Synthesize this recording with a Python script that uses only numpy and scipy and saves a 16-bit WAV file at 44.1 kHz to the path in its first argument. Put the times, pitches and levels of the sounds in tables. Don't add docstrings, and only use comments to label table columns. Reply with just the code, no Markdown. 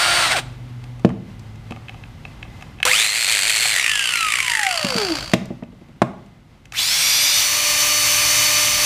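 import sys
import numpy as np
from scipy import signal
from scipy.fft import rfft, irfft
from scipy.io import wavfile
from scipy.ndimage import uniform_filter1d, map_coordinates

SR = 44100
rng = np.random.default_rng(int(sys.argv[2]) if len(sys.argv) > 2 else 0)


def to_wav(s):
    ch = np.atleast_2d(s).T
    pcm = np.round(np.clip(ch, -1, 1) * 32767)
    wavfile.write(sys.argv[1], SR, pcm.astype(np.int16))


N = 390285


def amp(db):
    return 10 ** (np.asarray(db) / 20)


def evened(x):
    return x / np.sqrt(np.mean(x ** 2) + 1e-20)


def add(mix, start_s, sound):
    part = mix[round(start_s * SR):][:len(sound)]
    part += sound[:len(part)]


def coloured(x, points):
    hz, db = np.transpose(points)
    f = np.fft.rfftfreq(len(x), 1 / SR)
    gain = amp(np.interp(np.log(f + 1), np.log(hz), db, -90, -90))
    return evened(irfft(rfft(x) * gain, len(x)))


def resonate(x, hz, width):
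    turn = np.exp(2j * np.pi * np.cumsum(hz * np.ones(len(x))) / SR)
    r = np.exp(-np.pi * width / SR)
    return 2 * (turn * signal.lfilter([1 - r], [1, -r], x / turn)).real


def wander(size, per_s):
    knots = rng.standard_normal(int(size / SR * per_s) + 3)
    return map_coordinates(knots, [np.arange(size) / SR * per_s], order=2)


def tone(hz, waver_db):
    turns = np.cumsum(hz) / SR + rng.random()
    return np.sqrt(2) * np.sin(2 * np.pi * turns) * amp(waver_db * wander(len(hz), 24.69))


def burst(t60, points):
    t = np.arange(4096) / SR
    x = coloured(rng.standard_normal(4096), points) * amp(-60 * t / t60) * np.minimum(t / 0.00046, 1)
    return x / abs(x).max()


MESH_HZ, GRIND_ON_S, HALF_SPEED_S, RUN_UP_S = 2140, 2.852, 2.921, .055
GRIND_OFF_S, LAID_DOWN_S, RUB_HZ_PER_S, DRAG_PER_S = 3.677, 5.335, 765, .437


def mesh_hz(t):
    rest = RUB_HZ_PER_S / DRAG_PER_S
    coasting = (MESH_HZ + rest) * np.exp(-DRAG_PER_S * (t - GRIND_OFF_S)) - rest
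    return np.minimum(MESH_HZ / (1 + np.exp((HALF_SPEED_S - t) / RUN_UP_S)), coasting)


# start in seconds, level in dB before the ring and
# burst gains, casing ring in Hz.
GEAR_KNOCKS = [(3.7617, -5.5, 1960), (3.7961, -4, 1900), (3.842, -14, 2670), (3.8624, 0, 1890),
               (3.8944, -8.5, 2710), (3.9147, -15, 3000), (3.954, -9, 3200), (3.993, -13, 2750),
               (4.0899, -6, 3030), (4.136, -12, 2780), (4.1558, -6, 2190), (4.2068, -4.5, 2700),
               (4.2272, -11, 2570), (4.3206, -3, 2280), (4.338, -4, 2260), (4.3858, -1, 2270),
               (4.4026, 1, 2270), (4.4795, -4, 2190), (4.5173, -2.5, 1950), (4.551, -0.5, 1890),
               (4.571, 0, 1900), (4.5929, 0.5, 1860), (4.6307, -2, 1900), (4.6659, -4, 2060),
               (4.71, -21, 2820), (4.7749, -6.5, 4460), (4.8465, -17, 4400), (4.9819, -14, 4500),
               (5.1203, -5, 4600), (5.185, -39, 4600), (5.2066, -13, 4220)]


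def gear_knocks():
    out, t = np.zeros(N), np.arange(4096) / SR
    for start_s, db, hz in GEAR_KNOCKS:
        ring = np.sin(2 * np.pi * hz * t) * t / 0.0023 * np.exp(1 - t / 0.0013)
        crack = burst(0.019, [(1200, -34.0), (2500, 23.5), (7000, 8.0), (12000, -21)])
        add(out, start_s, amp(db) * (0.56 * ring + 0.16 * crack))
    return out


def rattle(start_s, per_s):
    size = len(per_s)
    turns = np.cumsum(per_s * (1 + .08 * wander(size, 30))) / SR
    at = np.round((np.transpose(GEAR_KNOCKS)[0] - start_s) * SR).astype(int)
    steps = np.cumsum(np.maximum(np.round(np.diff(turns[at], prepend=0)), 1))
    turns = turns + np.interp(np.arange(size), at, steps - turns[at])
    hits = (np.diff(np.floor(turns), prepend=0) > 0) * amp(1.5 * rng.standard_normal(size))
    hits = hits + .5 * (rng.random(size) < 15 / SR)
    hits[at] += .6
    u = np.arange(700) / SR
    knock = (1 - np.exp(-u / .001)) * np.exp(-u / .0025)
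    return evened(signal.oaconvolve(hits, knock)[:size])


# time in seconds, level in dB.
GRINDER_LEVEL = [(2.852, -18.5), (3.0, -17), (3.11, -21.5), (3.31, -17), (3.65, -18.5), (3.73, -19),
                 (4.15, -20.5), (4.42, -21), (4.77, -22.5), (5.05, -23.5), (5.335, -35.5)]
# frequency in Hz, relative density in dB.
GRINDER_RUN = [(150, -45), (250, -22), (312, -59.5), (384, -18.5), (750, -9.5), (954, -13), (1800, -1.5),
               (2030, 2), (2210, 1.5), (3900, 0), (4390, -1.5), (5310, -8), (8150, -4.5), (15100, -24)]
GRINDER_COAST = [(150, -62), (250, -30), (906, -18), (1260, -7.5), (1650, -9.5), (1960, -0.5), (2450, -8.5),
                 (2720, 1), (3760, -10), (9350, -14.5), (13900, -31.5), (15100, -43)]
GRINDER_SLOW = [(530, -1), (900, -4), (1600, -2), (1890, -8.5), (2130, -3), (3300, -3.5), (3620, -11.5),
                (4640, -6), (5290, -10), (6940, -14), (9430, -48.5), (15100, -79)]
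# multiple of the mesh rate, dB under power, dB coasting.
MESH_TONES = [(1, -2, 0), (2, 6, -6), (3, -7, -3), (4, -14, -13)]
# frequency in Hz, gain in dB.
CASING_PASS = [(130, -40), (240, -30), (330, -21), (430, -25.5), (530, -33), (760, -28.5), (950, -33.5),
               (1080, -39.5), (1240, -25), (1520, -36), (1700, -28.5), (2140, -35.5), (3000, -36),
               (4280, -35.5), (6400, -37.5), (9000, -42.5)]
# frequency in Hz, width in Hz, dB before the noise is levelled.
GUARD_RINGS = [(4700, 120, -20.5), (6430, 200, -32.5), (7500, 120, -17.5), (8150, 400, -22.5),
               (9210, 300, -20)]
RATTLE_PER_S = (57, 108)
RATTLE_SHARE = (0.59, 0.79, 0.6)
RING_HZ, RING_SLOW_HZ = 2420, 4570


def grinder():
    t = np.arange(GRIND_ON_S, LAID_DOWN_S, 1 / SR)
    size, since_on, hz = len(t), t - GRIND_ON_S, mesh_hz(t)
    noise_db = np.interp(t, *np.transpose(GRINDER_LEVEL))
    ring_rows = [(GRIND_OFF_S, 0, RING_HZ)] + GEAR_KNOCKS
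    ring_hz = np.interp(t, *np.transpose(ring_rows)[::2])
    ring_hz = uniform_filter1d(ring_hz, size=2500).clip(max=2900)

    ahead = np.maximum.accumulate(hz[::-1])[::-1]
    power, slow = np.clip((ahead - 1850) / 250, 0, 1), np.clip((800 - ahead) / 300, 0, 1)
    strain = 1 - hz / ahead
    per_s = np.interp(power, [0, 1], RATTLE_PER_S)
    share = np.clip(np.interp(power + 2 * slow, [0, 1, 2], RATTLE_SHARE), 0, .98)
    share = share * np.clip(1 - 4 * strain, .3, 1)

    f, pass_db = np.transpose(CASING_PASS)
    mesh = 0
    for k, power_db, coast_db in MESH_TONES:
        db = coast_db + power * (power_db - coast_db) - (k - 1) * 30 * strain - (k > 2) * 7 * slow
        db = db + np.interp(np.log(k * hz), np.log(f), pass_db)
        mesh = mesh + amp(db) * tone(k * hz, 3 - power)
    mesh = mesh * np.clip((hz - 170) / 170, 0, 1) ** 2

    gate = np.sqrt(1 - share) + np.sqrt(share) * rattle(GRIND_ON_S, per_s)
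    drive = gate * rng.standard_normal(size)
    body = power * coloured(drive, GRINDER_RUN) + slow * coloured(drive, GRINDER_SLOW)
    body = body + (1 - power - slow) * coloured(drive, GRINDER_COAST)
    ring = evened(resonate(resonate(drive, ring_hz, 600), ring_hz, 900))
    slow_ring = evened(resonate(drive, RING_SLOW_HZ, 260))
    casing = .55 * (1 - slow) * (1 - .6 * power) * ring + .6 * slow * slow_ring
    guard = sum(amp(db) * evened(resonate(drive, f, w)) for f, w, db in GUARD_RINGS)
    fuzz = evened(resonate(resonate(drive, 2.1 * hz, 450), 2.1 * hz, 600))
    fuzz = fuzz + .5 * evened(resonate(drive, 3.75 * hz, 800))
    noise = evened(body + casing + guard + (0.14 * power + 1.9 * np.minimum(strain, .3)) * fuzz)
    stall = 0.054 * np.sin(2 * np.pi * 505 * since_on) * np.exp(-(since_on / 0.069) ** 2)
    return GRIND_ON_S, amp(noise_db) * noise + mesh + stall


# time in seconds, level in dB.
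DRILL_LEVEL = [(6.73, -45.5), (6.79, -22.5), (6.99, -18.5), (7.39, -16.5), (7.48, -18.5), (8.13, -16.5),
               (8.64, -16), (8.72, -18.5), (8.85, -16.5)]
# multiple of the shaft, dB pointed away, dB side-on.
DRILL_ORDERS = [(1, -50, -49), (2, -46, -40), (4, -50, -40), (6, -47, -41), (7, -48, -40), (8, -35, -39),
                (8.25, -46, -38), (10, -38, -35), (11.7, -36, -48), (12.455, -31, -39), (15, -34, -29),
                (16.65, -27, -46), (18, -42, -40), (20, -35, -36), (20.37, -36, -35), (24.9, -40, -44),
                (30, -33, -35), (35.04, -46, -43), (40, -35, -50), (50.05, -44, -43)]
# frequency in Hz, relative density in dB.
DRILL_AWAY = [(150, -32), (250, -42.5), (418, -33), (560, -14), (890, -7), (1830, -2.5), (2330, 6.5),
              (2670, 3.5), (3510, -6), (3900, 4.5), (5680, 2.5), (6190, 0), (13200, -8.5), (15100, -9)]
DRILL_SIDE = [(150, -39), (250, -28), (297, -40), (352, -20), (532, -9), (590, -6), (750, -6), (1170, 2.5),
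              (1390, -4), (2370, 7), (3510, 2.5), (6090, 4.5), (8010, -0.5), (15100, -5.5)]
# shaft speed in Hz, time constant in seconds.
DRILL_LAGS = [(196, .075), (43, .296)]
DRILL_HZ, DRILL_ON_S = 298.7, 6.73
TURN_S, TURN_LENGTH_S = 7.434, .2


def drill():
    t = np.arange(DRILL_ON_S, N / SR, 1 / SR)
    hz = DRILL_HZ - sum(lag * np.exp((DRILL_ON_S - t) / tau) for lag, tau in DRILL_LAGS)
    side = .5 + .5 * np.tanh(2 * (t - TURN_S) / TURN_LENGTH_S)
    noise_db = np.interp(t, *np.transpose(DRILL_LEVEL))
    strain = 1 - hz / hz.max()
    white = rng.standard_normal(len(hz))
    brushes = white * (1 + 0.18 * np.cos(4 * np.pi * np.cumsum(hz) / SR))
    air = (1 - side) * coloured(brushes, DRILL_AWAY) + side * coloured(brushes, DRILL_SIDE)

    whine = 0
    for k, away_db, side_db in DRILL_ORDERS:
        f = k * hz
        muffled_db = -5 * np.clip(1 - f / 2300, 0, 1) * (1 - side) - 40 * strain * (f < 20 * hz)
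        db = away_db + side * (side_db - away_db) + muffled_db
        whine = whine + amp(db) * tone(f, 1.5 + 2.4 * (1 - side))

    gears = evened(resonate(white, 20.3 * hz, 320))
    gears = gears + 2.0 * strain * evened(resonate(white, 16.65 * hz, 200))
    shell = evened(resonate(white, 3490, 120)) * (1 - side)
    noise = evened(air + (0.27 + 1.36 * strain) * gears + 0.34 * shell)
    noise = noise * amp(.5 * wander(len(hz), 30.35))
    fade_in = np.minimum(np.arange(len(hz)) / 300, 1)
    return DRILL_ON_S, amp(noise_db) * (noise + amp(19.5) * whine) * fade_in


# multiple of the shaft, dB running, dB braking.
DRIVER_ORDERS = [(1, -18, -16), (2, -8, -12), (3, -12, -16), (4, -2, -5), (6, -16, -28), (8, -20, -4),
                 (13, -3, -8), (16, -24, -17), (26, -14, -16)]
# frequency in Hz, relative density in dB.
DRIVER_AIR = [(180, -56), (300, -20), (437, -19.5), (681, -1.5), (946, -7), (1360, 0.5), (1730, -1.5),
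              (3940, -5), (4570, -7.5), (7110, -15), (8950, -9), (10500, -25), (15100, -28)]
# frequency in Hz, width in Hz, lift in dB.
DRIVER_SHELL = [(760, 110, 11), (2150, 200, 9)]
DRIVER_HZ, BRAKE_S, STOP_S, BRAKE_CURVE = 350, .195, .432, 2
DRIVER_NOISE_DB, DRIVER_WHINE_DB, BRAKE_SAG_DB = -17, -25.5, -2.5
DYING_S, DYING_DB_PER_S = 0.38, -500


def driver():
    t = np.arange(0, STOP_S, 1 / SR)
    braking = np.clip((t - BRAKE_S) / (STOP_S - BRAKE_S), 0, 1)
    hz = DRIVER_HZ * (1 - braking ** BRAKE_CURVE)
    brake = np.clip(4 * (1 - hz / hz.max()), 0, 1)
    whine = 0
    for k, run_db, brake_db in DRIVER_ORDERS:
        lift_db = sum(db * np.exp(-((k * hz - centre) / width) ** 2) for centre, width, db in DRIVER_SHELL)
        whine = whine + amp(run_db + brake * (brake_db - run_db + lift_db)) * tone(k * hz, 1.7)
    chatter = amp(3.3 * brake * wander(len(hz), 87.1))
    air = evened(coloured(rng.standard_normal(len(hz)), DRIVER_AIR) * chatter)
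    fade = amp(BRAKE_SAG_DB * brake + DYING_DB_PER_S * np.maximum(t - DYING_S, 0))
    fade = fade * np.minimum(t[::-1] / .014, 1)
    return 0, (amp(DRIVER_NOISE_DB) * air + amp(DRIVER_WHINE_DB) * whine) * fade


# start in seconds, and peaks in dB of board ring, wooden slap and crack.
THUMPS = [(1.048, 0.5, -13.5, -17.5), (1.103, -32, -26, -48), (1.708, -23.5, -30, -40),
          (4.844, -14.5, -29, -35), (4.954, -15, -32, -32), (5.3354, -3.5, -10, -5), (5.416, -23, -41, -46),
          (5.505, -18, -51, -46), (5.6247, -19.5, -32.5, -58), (5.724, -36, -50, -51),
          (5.813, -34, -52, -51), (5.885, -38, -51, -47), (5.961, -44, -57, -50), (6.0182, -6, -0.5, -15.5)]
# frequency in Hz, relative dB before random scatter, t60 in seconds.
BOARD_MODES = [(95, -40, 0.74), (133, -14.5, 0.18), (186, -11.5, 0.057), (198.4, -4, 0.097),
               (235, 1, 0.063), (331, 1, 0.038), (443, -5.5, 0.041), (576, -13, 0.066), (634, -8.5, 0.046),
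               (815, -29, 0.2), (1033, -34, 0.071)]


def thumps():
    out, t = np.zeros(N), np.arange(SR // 2) / SR
    no_bass = signal.butter(4, 105, "high", fs=SR, output="sos")
    for start_s, db, slap_db, crack_db in THUMPS:
        ring = 0
        for hz, mode_db, t60 in BOARD_MODES:
            decay = amp(mode_db + 2.7 * rng.standard_normal() - 60 * t / t60)
            ring = ring + decay * np.sin(2 * np.pi * hz * t)
        ring = ring * (1 - np.exp(-t / (0.00065 * amp(-.6 * db))))
        ring = signal.sosfilt(no_bass, ring)
        slap = burst(0.029, [(400, 3), (700, 2.5), (1100, 3.0), (1500, -6), (2100, -5.5), (3500, -41)])
        crack = burst(0.034, [(900, -19), (2500, 14.5), (5000, 2.5), (9000, -7), (15000, -19)])
        add(out, start_s, -amp(db) * ring / abs(ring).max())
        add(out, start_s, amp(slap_db) * slap)
        add(out, start_s, amp(crack_db) * crack)
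    return out


# start in seconds, level in dB, and relative to that level
# the hollow part below 1.3 kHz in dB and the bright snap in dB.
CLICKS = [(0.8395, -32, -4, -6), (0.9947, -39.5, 1.5, -4.5), (1.0909, -31, 6.5, -11.5),
          (1.394, -47, -17.5, 9.5), (1.5574, -42, -3.5, -1.5), (1.7075, -24, -7, -13), (1.721, -25, 3, -16),
          (1.7614, -30, -3.5, -16.5), (1.7704, -38, 7, -15.5), (1.8835, -22.5, -21, -22),
          (1.8933, -18.5, -11, -22), (1.9435, -32, -1, -20), (2.0372, -26, -18, -32),
          (2.2516, -22.5, -3.5, -19.5), (2.428, -18, -17, -23), (2.4505, -38.5, 6, -32),
          (2.61, -31.5, -5, -14), (2.6235, -25, -3.5, -8.5), (2.7865, -33, -6.5, -19.5),
          (2.8015, -19, -7.5, -18.5), (2.829, 0.5, -23, -16.5), (2.8523, -3, -23, -1.5),
          (3.6546, -7.5, -8, -12), (5.456, -44.5, -14.5, 10), (5.6344, -34, -4, -16.5),
          (6.0794, -52, 3, -.5), (6.2614, -48.5, -2.5, -2), (6.655, -34, -21.5, -6), (6.722, -21, -8.5, -5)]
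# frequency in Hz, t60 in seconds.
PLASTIC_MODES = [(760, 0.034), (1200, .03), (1700, 0.013), (2200, 0.018), (2600, 0.012), (3000, 0.0074),
                 (3900, 0.017)]
PLASTIC_MODES_DB = [-3.5, -7, -7, -7, 1.5, 2, -17.5]


def clicks():
    out, t = np.zeros(N), np.arange(4096) / SR
    for start_s, db, hollow_db, snap_db in CLICKS:
        modes_db = np.add(PLASTIC_MODES_DB, [hollow_db] * 2 + [0] * 5)
        gains = amp(modes_db + 1.7 * rng.standard_normal(len(PLASTIC_MODES)))
        ring = 0
        for gain, (hz, t60) in zip(gains, PLASTIC_MODES):
            ring = ring + gain * amp(-60 * t / t60) * np.sin(2 * np.pi * hz * t)
        ring = ring * np.minimum(t / 0.0013, 1) / 0.92
        snap = burst(.025, [(3500, 1.0), (6000, 1.5), (15000, -17)])
        add(out, start_s, amp(db) * (ring + amp(snap_db) * snap))
    return out


# frequency in Hz, t60 in seconds.
HALL_T60 = [(100, 0.93), (500, 0.59), (2000, 0.45), (5000, 0.48), (12000, 0.32)]


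def hall(x):
    taps = np.zeros(SR)
    at = np.arange(400, SR - 20, 20)
    taps[at + rng.integers(0, 20, len(at))] = rng.choice([-1., 1.], len(at))
    hz, t, z = signal.stft(taps, SR, nperseg=256)
    f, t60 = np.transpose(HALL_T60)
    band_t60 = np.interp(np.log(hz + 1), np.log(f), t60)[:, None]
    tail = signal.istft(z * amp(-60 * t / band_t60), SR, nperseg=256)[1]
    return signal.fftconvolve(x, tail / np.linalg.norm(tail))[:N]


# time in seconds, level of the rumble in dB.
SHOP_LEVEL = [(0, -38.5), (1.1, -43), (2.7, -39), (3.1, -52), (3.499, -48.5), (4.7, -51), (5.2, -40.5),
              (5.77, -48.5), (6.6, -48.5), (8.85, -42)]
# frequency in Hz, relative density in dB.
RUMBLE = [(12, -40.5), (20, -7), (43, -3), (76, -1), (115, 5), (161, -2.5), (193, -6.5), (226, -5),
          (325, -13), (450, -27.5), (580, -58), (990, -120)]
HISS = [(180, -30), (300, -3.5), (475, -8), (550, -4.5), (607, -9), (764, -6), (1010, -8.5), (1100, -9),
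        (1760, -13.5), (3080, -15), (15100, -37.5)]
# frequency in Hz, width in Hz, dB over the rumble.
HUMS = [(49.7, 2.3, -6), (152.3, 1.8, -9)]
# frequency in Hz, width in Hz, dB over the hiss.
FAR_WHINE = (2050, 54, -15.5)
# start in seconds, length in seconds, from Hz, to Hz, top rms in dB of the fundamental.
DRONE = [(.05, 1.42, 126, 119.3, -34), (1.0, 1.32, 101, 119.5, -37.5), (7.499, 2.36, 110, 113.1, -39.5)]
HISS_DB = -8.5
DRONE_OCTAVE_DB, DRONE_SWELL = -14.5, 1.2


def shop():
    level = amp(np.interp(np.arange(N) / SR, *np.transpose(SHOP_LEVEL)))
    white = rng.standard_normal((3, N))
    hums = sum(amp(db) * evened(resonate(white[1], hz, width)) for hz, width, db in HUMS)
    rumble = coloured(white[0], RUMBLE) + hums
    whine_hz, whine_width, whine_db = FAR_WHINE
    whine = amp(whine_db) * evened(resonate(white[2], whine_hz, whine_width))
    hiss = amp(HISS_DB + 1.0 * wander(N, 13)) * (coloured(white[2], HISS) + whine)
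    out = level * (rumble + hiss)
    for start_s, length_s, from_hz, to_hz, db in DRONE:
        u = np.arange(0, 1, 1 / (length_s * SR))
        phase = 2 * np.pi * np.cumsum(from_hz + (to_hz - from_hz) * u) / SR
        swell = np.sqrt(2) * amp(db) * np.sin(np.pi * u) ** DRONE_SWELL
        add(out, start_s, swell * (np.sin(phase) + amp(DRONE_OCTAVE_DB) * np.sin(2 * phase)))
    return out


HALL_SEND_DB = [-19, -15]


def scene():
    tools, blows = np.zeros(N), thumps() + clicks() + gear_knocks()
    for tool in (driver, grinder, drill):
        add(tools, *tool())
    mono = tools + blows + hall(amp(HALL_SEND_DB) @ [tools, blows]) + shop()
    return np.array([mono, mono])


EDGE_HZ = 15100


def record(dry):
    thin = signal.sosfilt(signal.butter(2, 18, "high", fs=SR, output="sos"), dry)
    taps = signal.firwin(1023, EDGE_HZ, window=("kaiser", 9), fs=SR)
    return np.clip(signal.oaconvolve(np.clip(thin, -1, 1), taps[None], "same"), -1, 1)


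dry = scene()
out = record(dry)
to_wav(out)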